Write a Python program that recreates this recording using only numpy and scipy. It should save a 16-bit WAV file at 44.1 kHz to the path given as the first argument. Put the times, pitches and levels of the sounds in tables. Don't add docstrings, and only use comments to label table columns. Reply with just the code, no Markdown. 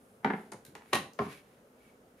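import sys
import numpy as np
from scipy import signal
from scipy.fft import rfft, irfft, next_fast_len
from scipy.io import wavfile
from scipy.ndimage import uniform_filter1d, map_coordinates

SR = 44100
rng = np.random.default_rng(int(sys.argv[2]) if len(sys.argv) > 2 else 0)


def waveform_to_disk(signal):
    frames = np.transpose(np.atleast_2d(signal))
    scaled = np.clip(frames, -1, 1) * 32767
    samples = np.round(scaled).astype(np.int16)
    wavfile.write(sys.argv[1], SR, samples)


def natural_amplitude(level_db):
    exponent = np.asarray(level_db, float) / 20
    return 10 ** exponent


N = 97020


def unit(x):
    return x / np.sqrt(np.mean(x ** 2) + 1e-20)


def along(points, hz):
    f, v = np.transpose(points)
    return np.interp(np.log(hz + 1), np.log(f + 1), v)


def filtered(x, response):
    m = 2 * next_fast_len(x.shape[-1])
    spectrum = rfft(x, m) * response(np.fft.rfftfreq(m, 1 / SR))
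    return irfft(spectrum, m)[..., :x.shape[-1]]


def causal(points, hz):
    cepstrum = irfft(np.log(natural_amplitude(np.maximum(along(points, hz), -90))))
    half = len(cepstrum) // 2
    cepstrum[1:half] *= 2
    cepstrum[half + 1:] = 0
    return np.exp(rfft(cepstrum))


def resonance(f, centre_hz, width_hz):
    return 1j * f * width_hz / (centre_hz ** 2 - f ** 2 + 1j * f * width_hz)


def ports(mid, side, side_db):
    side = filtered(side, lambda hz: causal(side_db, hz))
    return np.array([mid + side, mid - side])


# frequency in Hz, density in dB per Hz.
HUM_TONE = [(15, -55), (25, -7), (60, -6), (150, -7), (257, -1), (310, -10), (450, -3.5), (1500, -28),
            (1950, -85)]
HISS_TONE = [(710, -10), (1200, 6.5), (1490, 4), (1910, 0), (4240, -8), (10500, -6.5), (15800, -11.5)]
# frequency in Hz, side under mid in dB.
AIR_SIDE = [(60, -13), (110, -21), (200, -20.5), (380, -14), (700, -5), (1290, 1.5), (2380, 1), (4400, -2),
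            (8120, -3.5), (15000, -7)]


def air():
    hum_db, hiss_db, patch_db = -61, -72.5, 1.2
    z = signal.stft(rng.standard_normal((2, N)), nperseg=1024)[2]
    field = uniform_filter1d(rng.standard_normal(z.shape[1:]), 5, 0)
    field = uniform_filter1d(field, 5, 1)
    patchy = signal.istft(z * natural_amplitude(patch_db * unit(field)), nperseg=1024)[1][:, :N]
    hum = natural_amplitude(hum_db) * unit(filtered(patchy, lambda hz: natural_amplitude(along(HUM_TONE, hz))))
    white = rng.standard_normal((2, N))
    hiss = natural_amplitude(hiss_db) * unit(filtered(white, lambda hz: natural_amplitude(along(HISS_TONE, hz))))
    return ports(*(hum + hiss), AIR_SIDE)


# frequency in Hz, side under mid in dB.
ROOM_SIDE = [(60, -38), (110, -30), (200, -41.5), (380, -20), (700, -11), (1290, -0.5), (2380, -4.5),
             (4400, -2.5), (8120, -2), (15000, -9)]
# middle in seconds, half length in seconds, fizz in dB, rasp in dB, hollow in dB.
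SLIDES = [
    (0.084, 0.14, -76, -100, -100),
    (0.388, 0.11, -72.5, -68, -100),
    (0.93, 0.083, -71, -68.5, -80),
    (1.242, 0.049, -66, -56.5, -70),
    (1.317, 0.028, -64, -55, -65.5),
    (1.366, 0.04, -68, -61.5, -65.5),
    (1.495, 0.13, -81, -74, -93),
    (1.857, 0.083, -77.5, -72.5, -74),
    (2.2, 0.026, -77.5, -72, -83),
]
# frequency in Hz, density in dB per Hz.
SKIN_TONE = [(4500, -37), (7500, -4.5), (10500, 2), (13500, -10), (15500, -19)]
RASP_TONE = [(700, -13.5), (1800, 4.5), (3500, -3.5), (6500, -13), (9000, -30)]


def fits():
    t = np.arange(N) / SR
    return natural_amplitude(4 * map_coordinates(rng.standard_normal(200), [t * 60]))


def slides():
    grains_per_s, grain_db, slot_db, stroke_shape = 11000, 4, -12, 2.5
    t = np.arange(N) / SR
    hit = rng.random((2, N)) < grains_per_s / SR
    size = np.minimum(rng.exponential(size=(2, N)), 3)
    grains = rng.standard_normal((2, N)) * (1 + hit * natural_amplitude(grain_db * size))

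    def cavity(centre_hz, width_hz):
        return unit(filtered(grains, lambda f: resonance(f, centre_hz, width_hz) ** 2))

    fizz = unit(filtered(grains, lambda hz: causal(SKIN_TONE, hz)))
    rasp = unit(filtered(grains, lambda hz: causal(RASP_TONE, hz)))
    hollow = cavity(2230, 200) * fits()
    hollow = hollow + natural_amplitude(slot_db) * cavity(2520, 250) * fits()
    out = np.zeros((2, N))
    for middle, half, fizz_db, rasp_db, hollow_db in SLIDES:
        stroke = np.exp(-np.abs((t - middle) / half) ** stroke_shape)
        out += stroke * (natural_amplitude(fizz_db) * fizz + natural_amplitude(rasp_db) * rasp + natural_amplitude(hollow_db) * hollow)
    return ports(*out, ROOM_SIDE)


# times for waves to run about the board, in seconds.
LAPS_S = [.0002, .0005, .0009]


def blow(hard_hz, size=2048):
    scatter, thin = 0.7, 0.2
    f = np.fft.rfftfreq(size, 1 / SR)
    delay_s = np.array(LAPS_S) * np.exp(rng.normal(0, 0.2116, (2, 3)))
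    laps = np.exp(-2j * np.pi * f * delay_s[..., None])
    smear = np.prod((scatter + laps) / (1 + scatter * laps), axis=1)
    band = 1j * f / (thin * hard_hz + 1j * f) / (1 + 1j * f / hard_hz) ** 2
    return irfft(smear * band)


# frequency in Hz, time to fall 60 dB in seconds.
ROOM_T60 = [(80, 0.4), (250, 0.48), (1000, .3), (4000, 0.31), (10000, 0.29), (15000, 0.24)]


def room(x):
    delay_s, builds_s = 0.0044, 0.00094
    hz, t, z = signal.stft(rng.standard_normal((2, SR // 2)), SR, nperseg=256)
    decay = natural_amplitude(-60 * t / along(ROOM_T60, hz)[:, None])
    tail = signal.istft(z * decay, SR, nperseg=256)[1]
    tail = tail * (1 - np.exp(-np.arange(tail.shape[1]) / SR / builds_s))
    late = np.pad(x, (round(delay_s * SR), 0))[None]
    return signal.fftconvolve(late, tail / np.linalg.norm(tail[0]), axes=1)[:, :N]


def contacts(rows, tone, body, ring_db, wet_db, left):
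    room_db, direct_side_db, room_thins_hz = 2.5, -1, 419
    blows = np.zeros((2, N + SR))
    for s, db, hard_hz in rows:
        one = blow(hard_hz)
        blows[:, round(s * SR):][:, :one.shape[1]] += natural_amplitude(db) * one

    def ring(f):
        modes = sum(natural_amplitude(ring_db + db) * resonance(f, centre, width) for centre, width, db in body)
        return causal(tone, f) * (1 + modes)

    impulse = np.eye(1, 4096)[0]
    near = filtered(blows[:, :N], ring) / np.max(np.abs(filtered(impulse, ring)))
    thinned = filtered(near[0], lambda f: (1j * f / (room_thins_hz + 1j * f)) ** 2)
    far = natural_amplitude(room_db + wet_db) * room(thinned)
    mid = near[0] + far[0]
    side = natural_amplitude(direct_side_db) * near[1] + far[1] + left * mid
    return ports(mid, side, ROOM_SIDE)


# start in seconds, level in dB, hardness in Hz.
LIFT = [(.2305, -44, 3000), (.236, -37, 3040), (.2415, -53, 4000), (.2456, -4, 9500), (.2472, -5.5, 6100),
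        (.2505, -15, 4060), (.2545, -13.5, 1500), (.2595, -11, 2500), (.266, -23, 4000), (.274, -16, 3000),
        (.285, -23, 3000), (.2995, -21, 4030), (.302, -12.5, 4540), (.3055, -12, 3400), (.3355, -15, 4770),
        (.340, -18, 1210), (.349, -28.5, 3000)]
# frequency in Hz, density in dB per Hz.
LIFT_TONE = [(40, -17.5), (200, 2.5), (600, -10.5), (2000, -17.5), (2800, -30.5), (4000, -38.5),
             (6000, -46), (15500, -47.5)]
# frequency in Hz, width in Hz, level in dB.
LIFT_BODY = [(172, 12, 13.5), (200.7, 9.5, 9.5), (221.8, 8, 9.5), (269.7, 13, 17), (381, 87, 6),
             (434, 19, -1), (785, 91, 9), (855, 57, 11.5), (1528, 140, 5), (1746, 114, 5), (1940, 41, -6),
             (2110, 180, 6.5), (2730, 550, -4), (3170, 860, -2.5)]


def lift():
    return contacts(LIFT, LIFT_TONE, LIFT_BODY, ring_db=-1.5, wet_db=-7.0, left=0.23)


# start in seconds, level in dB, hardness in Hz.
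THUMP = [
    (.27, -35, 200),
    (.68, -44.5, 308),
    (.94, -28, 320),
    (1.205, -25, 186),
]
# frequency in Hz, level in dB.
THUMP_TONE = [(40, -31), (90, -7), (300, -1), (1000, -57.5)]
# frequency in Hz, width in Hz, level in dB.
THUMP_BODY = [(93.2, 8.8, 6), (135, 41, -3.5)]


def thump():
    return contacts(THUMP, THUMP_TONE, THUMP_BODY, ring_db=13.5, wet_db=14.5, left=0)


# start in seconds, level in dB, hardness in Hz.
TAP = [
    (.5188, -24.5, 20000),
    (.5215, -23.5, 8000),
    (.524, -27.5, 5200),
    (.5275, -27.5, 5000),
    (.533, -27.5, 14500),
    (.537, -34, 2980),
    (.542, -28.5, 1470),
    (.551, -35, 1510),
]
# frequency in Hz, density in dB per Hz.
TAP_TONE = [(59, -77), (100, 19), (429, 8), (3390, -16.5), (9950, -16.5), (15500, -40.5)]
# frequency in Hz, width in Hz, level in dB.
TAP_BODY = [(175, 44, -3), (399, 22, 4.5), (884, 90, -1), (996, 100, -1.5), (1590, 100, -12),
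            (1930, 430, -8.5), (4620, 130, -3), (6700, 400, -3), (10300, 3500, 0)]


def tap():
    return contacts(TAP, TAP_TONE, TAP_BODY, ring_db=4.5, wet_db=-8.0, left=-0.082)


# start in seconds, level in dB, hardness in Hz.
TICK = [
    (.6505, -32.5, 25400),
    (.6525, -43, 15000),
    (.655, -61, 15000),
    (.659, -58, 15000),
    (.6635, -38, 15000),
    (.666, -41, 12000),
]
# frequency in Hz, density in dB per Hz.
TICK_TONE = [(300, -120), (1500, 15), (4000, -3), (6000, 2.5), (11000, 2), (15500, -16)]
# frequency in Hz, width in Hz, level in dB.
TICK_BODY = [(3980, 470, 9), (10500, 2100, -4.5), (13500, 890, 14)]


def tick():
    return contacts(TICK, TICK_TONE, TICK_BODY, ring_db=1.5, wet_db=-5, left=-0.15)


# start in seconds, level in dB, hardness in Hz.
NUDGE = [
    (.752, -25, 20100),
    (.7555, -36, 5000),
    (.759, -41, 4000),
    (.809, -46, 4000),
    (.813, -60, 4000),
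    (.82, -42, 5000),
    (.858, -44, 8000),
]
# frequency in Hz, density in dB per Hz.
NUDGE_TONE = [(180, -75), (300, 17.5), (892, 5), (1970, -10.5), (2280, -13.5), (10600, -22), (15500, -32)]
# frequency in Hz, width in Hz, level in dB.
NUDGE_BODY = [(918, 34, 7), (1080, 20, 4.5), (1700, 130, 0), (1990, 120, 7), (2360, 600, 5.5),
              (6650, 350, -9)]


def nudge():
    return contacts(NUDGE, NUDGE_TONE, NUDGE_BODY, ring_db=1.5, wet_db=-6, left=-0.1)


# start in seconds, level in dB, hardness in Hz.
SETDOWN = [(.926, -31, 5000), (.9298, -7.5, 5040), (.9322, -1.5, 7260), (.9337, -10.5, 20800),
           (.9375, -7, 6000), (.9415, -18, 4950), (.9465, -8.5, 21200), (.951, -10, 3930),
           (.954, -6.5, 15000), (.958, -37, 25000), (.963, -10.5, 5070), (.969, -18.5, 4000),
           (.981, -24, 3000)]
# frequency in Hz, density in dB per Hz.
SETDOWN_TONE = [(40, -47), (200, 15.5), (800, 1.5), (4000, -12.5), (9500, -28), (15500, -36.5)]
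# frequency in Hz, width in Hz, level in dB.
SETDOWN_BODY = [(226, 23, 2), (279, 6.9, -9), (366, 42, 1.5), (793, 210, -2), (1098, 87, 6),
                (1540, 100, -4), (1923, 87, 5), (2830, 980, 1), (3930, 120, 5.5), (4220, 97, 2.5),
                (5450, 47, 3.5), (6700, 570, 3.5), (9780, 1540, 15.5), (11260, 1160, 13.5)]


def setdown():
    return contacts(SETDOWN, SETDOWN_TONE, SETDOWN_BODY, ring_db=4.0, wet_db=-7.5, left=-0.021)


# start in seconds, level in dB, hardness in Hz.
FLICK = [
    (1.1338, -39, 20000),
]
# frequency in Hz, density in dB per Hz.
FLICK_TONE = [(2500, -40), (4600, -8), (6000, -4), (9000, -13), (15500, -15)]


def flick():
    return contacts(FLICK, FLICK_TONE, [], ring_db=0, wet_db=-4.0, left=-0.15)


# start in seconds, level in dB, hardness in Hz.
KNOCK = [(1.1892, -15, 13800), (1.1908, -11, 6600), (1.1925, -15, 5000), (1.197, -17, 2200),
         (1.2015, -24, 1740), (1.209, -19.5, 1160), (1.2185, -18, 1980), (1.225, -46, 2970),
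         (1.266, -30.5, 2000), (1.279, -37, 2500)]
# frequency in Hz, density in dB per Hz.
KNOCK_TONE = [(40, -37), (200, 4.5), (1100, -12.5), (2300, -23.5), (15500, -48)]
# frequency in Hz, width in Hz, level in dB.
KNOCK_BODY = [(170, 8.4, 2), (214, 36, 8), (273.4, 8.7, 7), (368, 27, 0.5), (406, 40, 8.5), (690, 140, 1),
              (763, 42, 2.5), (1043, 39, 9), (1130, 163, 8), (1390, 53, -3), (1710, 86, 2.5),
              (2173, 134, 7.5), (2800, 180, -9)]


def knock():
    return contacts(KNOCK, KNOCK_TONE, KNOCK_BODY, ring_db=3, wet_db=-6.5, left=-0.0025)


def scene():
    handling = lift() + thump() + tap() + tick() + nudge()
    landing = setdown() + flick() + knock()
    return air() + slides() + handling + landing


def top_cut(x):
    return signal.sosfilt(signal.butter(12, 16480, fs=SR, output="sos"), x)


def record(dry):
    low_hz, top_hz, dip_hz, dip_width_hz, dip = 62, 15600, 7800, 200, 0.5

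    def microphone(f):
        bass_cut = (1j * f / (low_hz + 1j * f)) ** 2
        notch = 1 - dip * np.exp(-((f - dip_hz) / dip_width_hz) ** 2)
        return bass_cut * notch / (1 + (f / top_hz) ** 60)

    return top_cut(filtered(dry, microphone))


dry = scene()
out = record(dry)
waveform_to_disk(out)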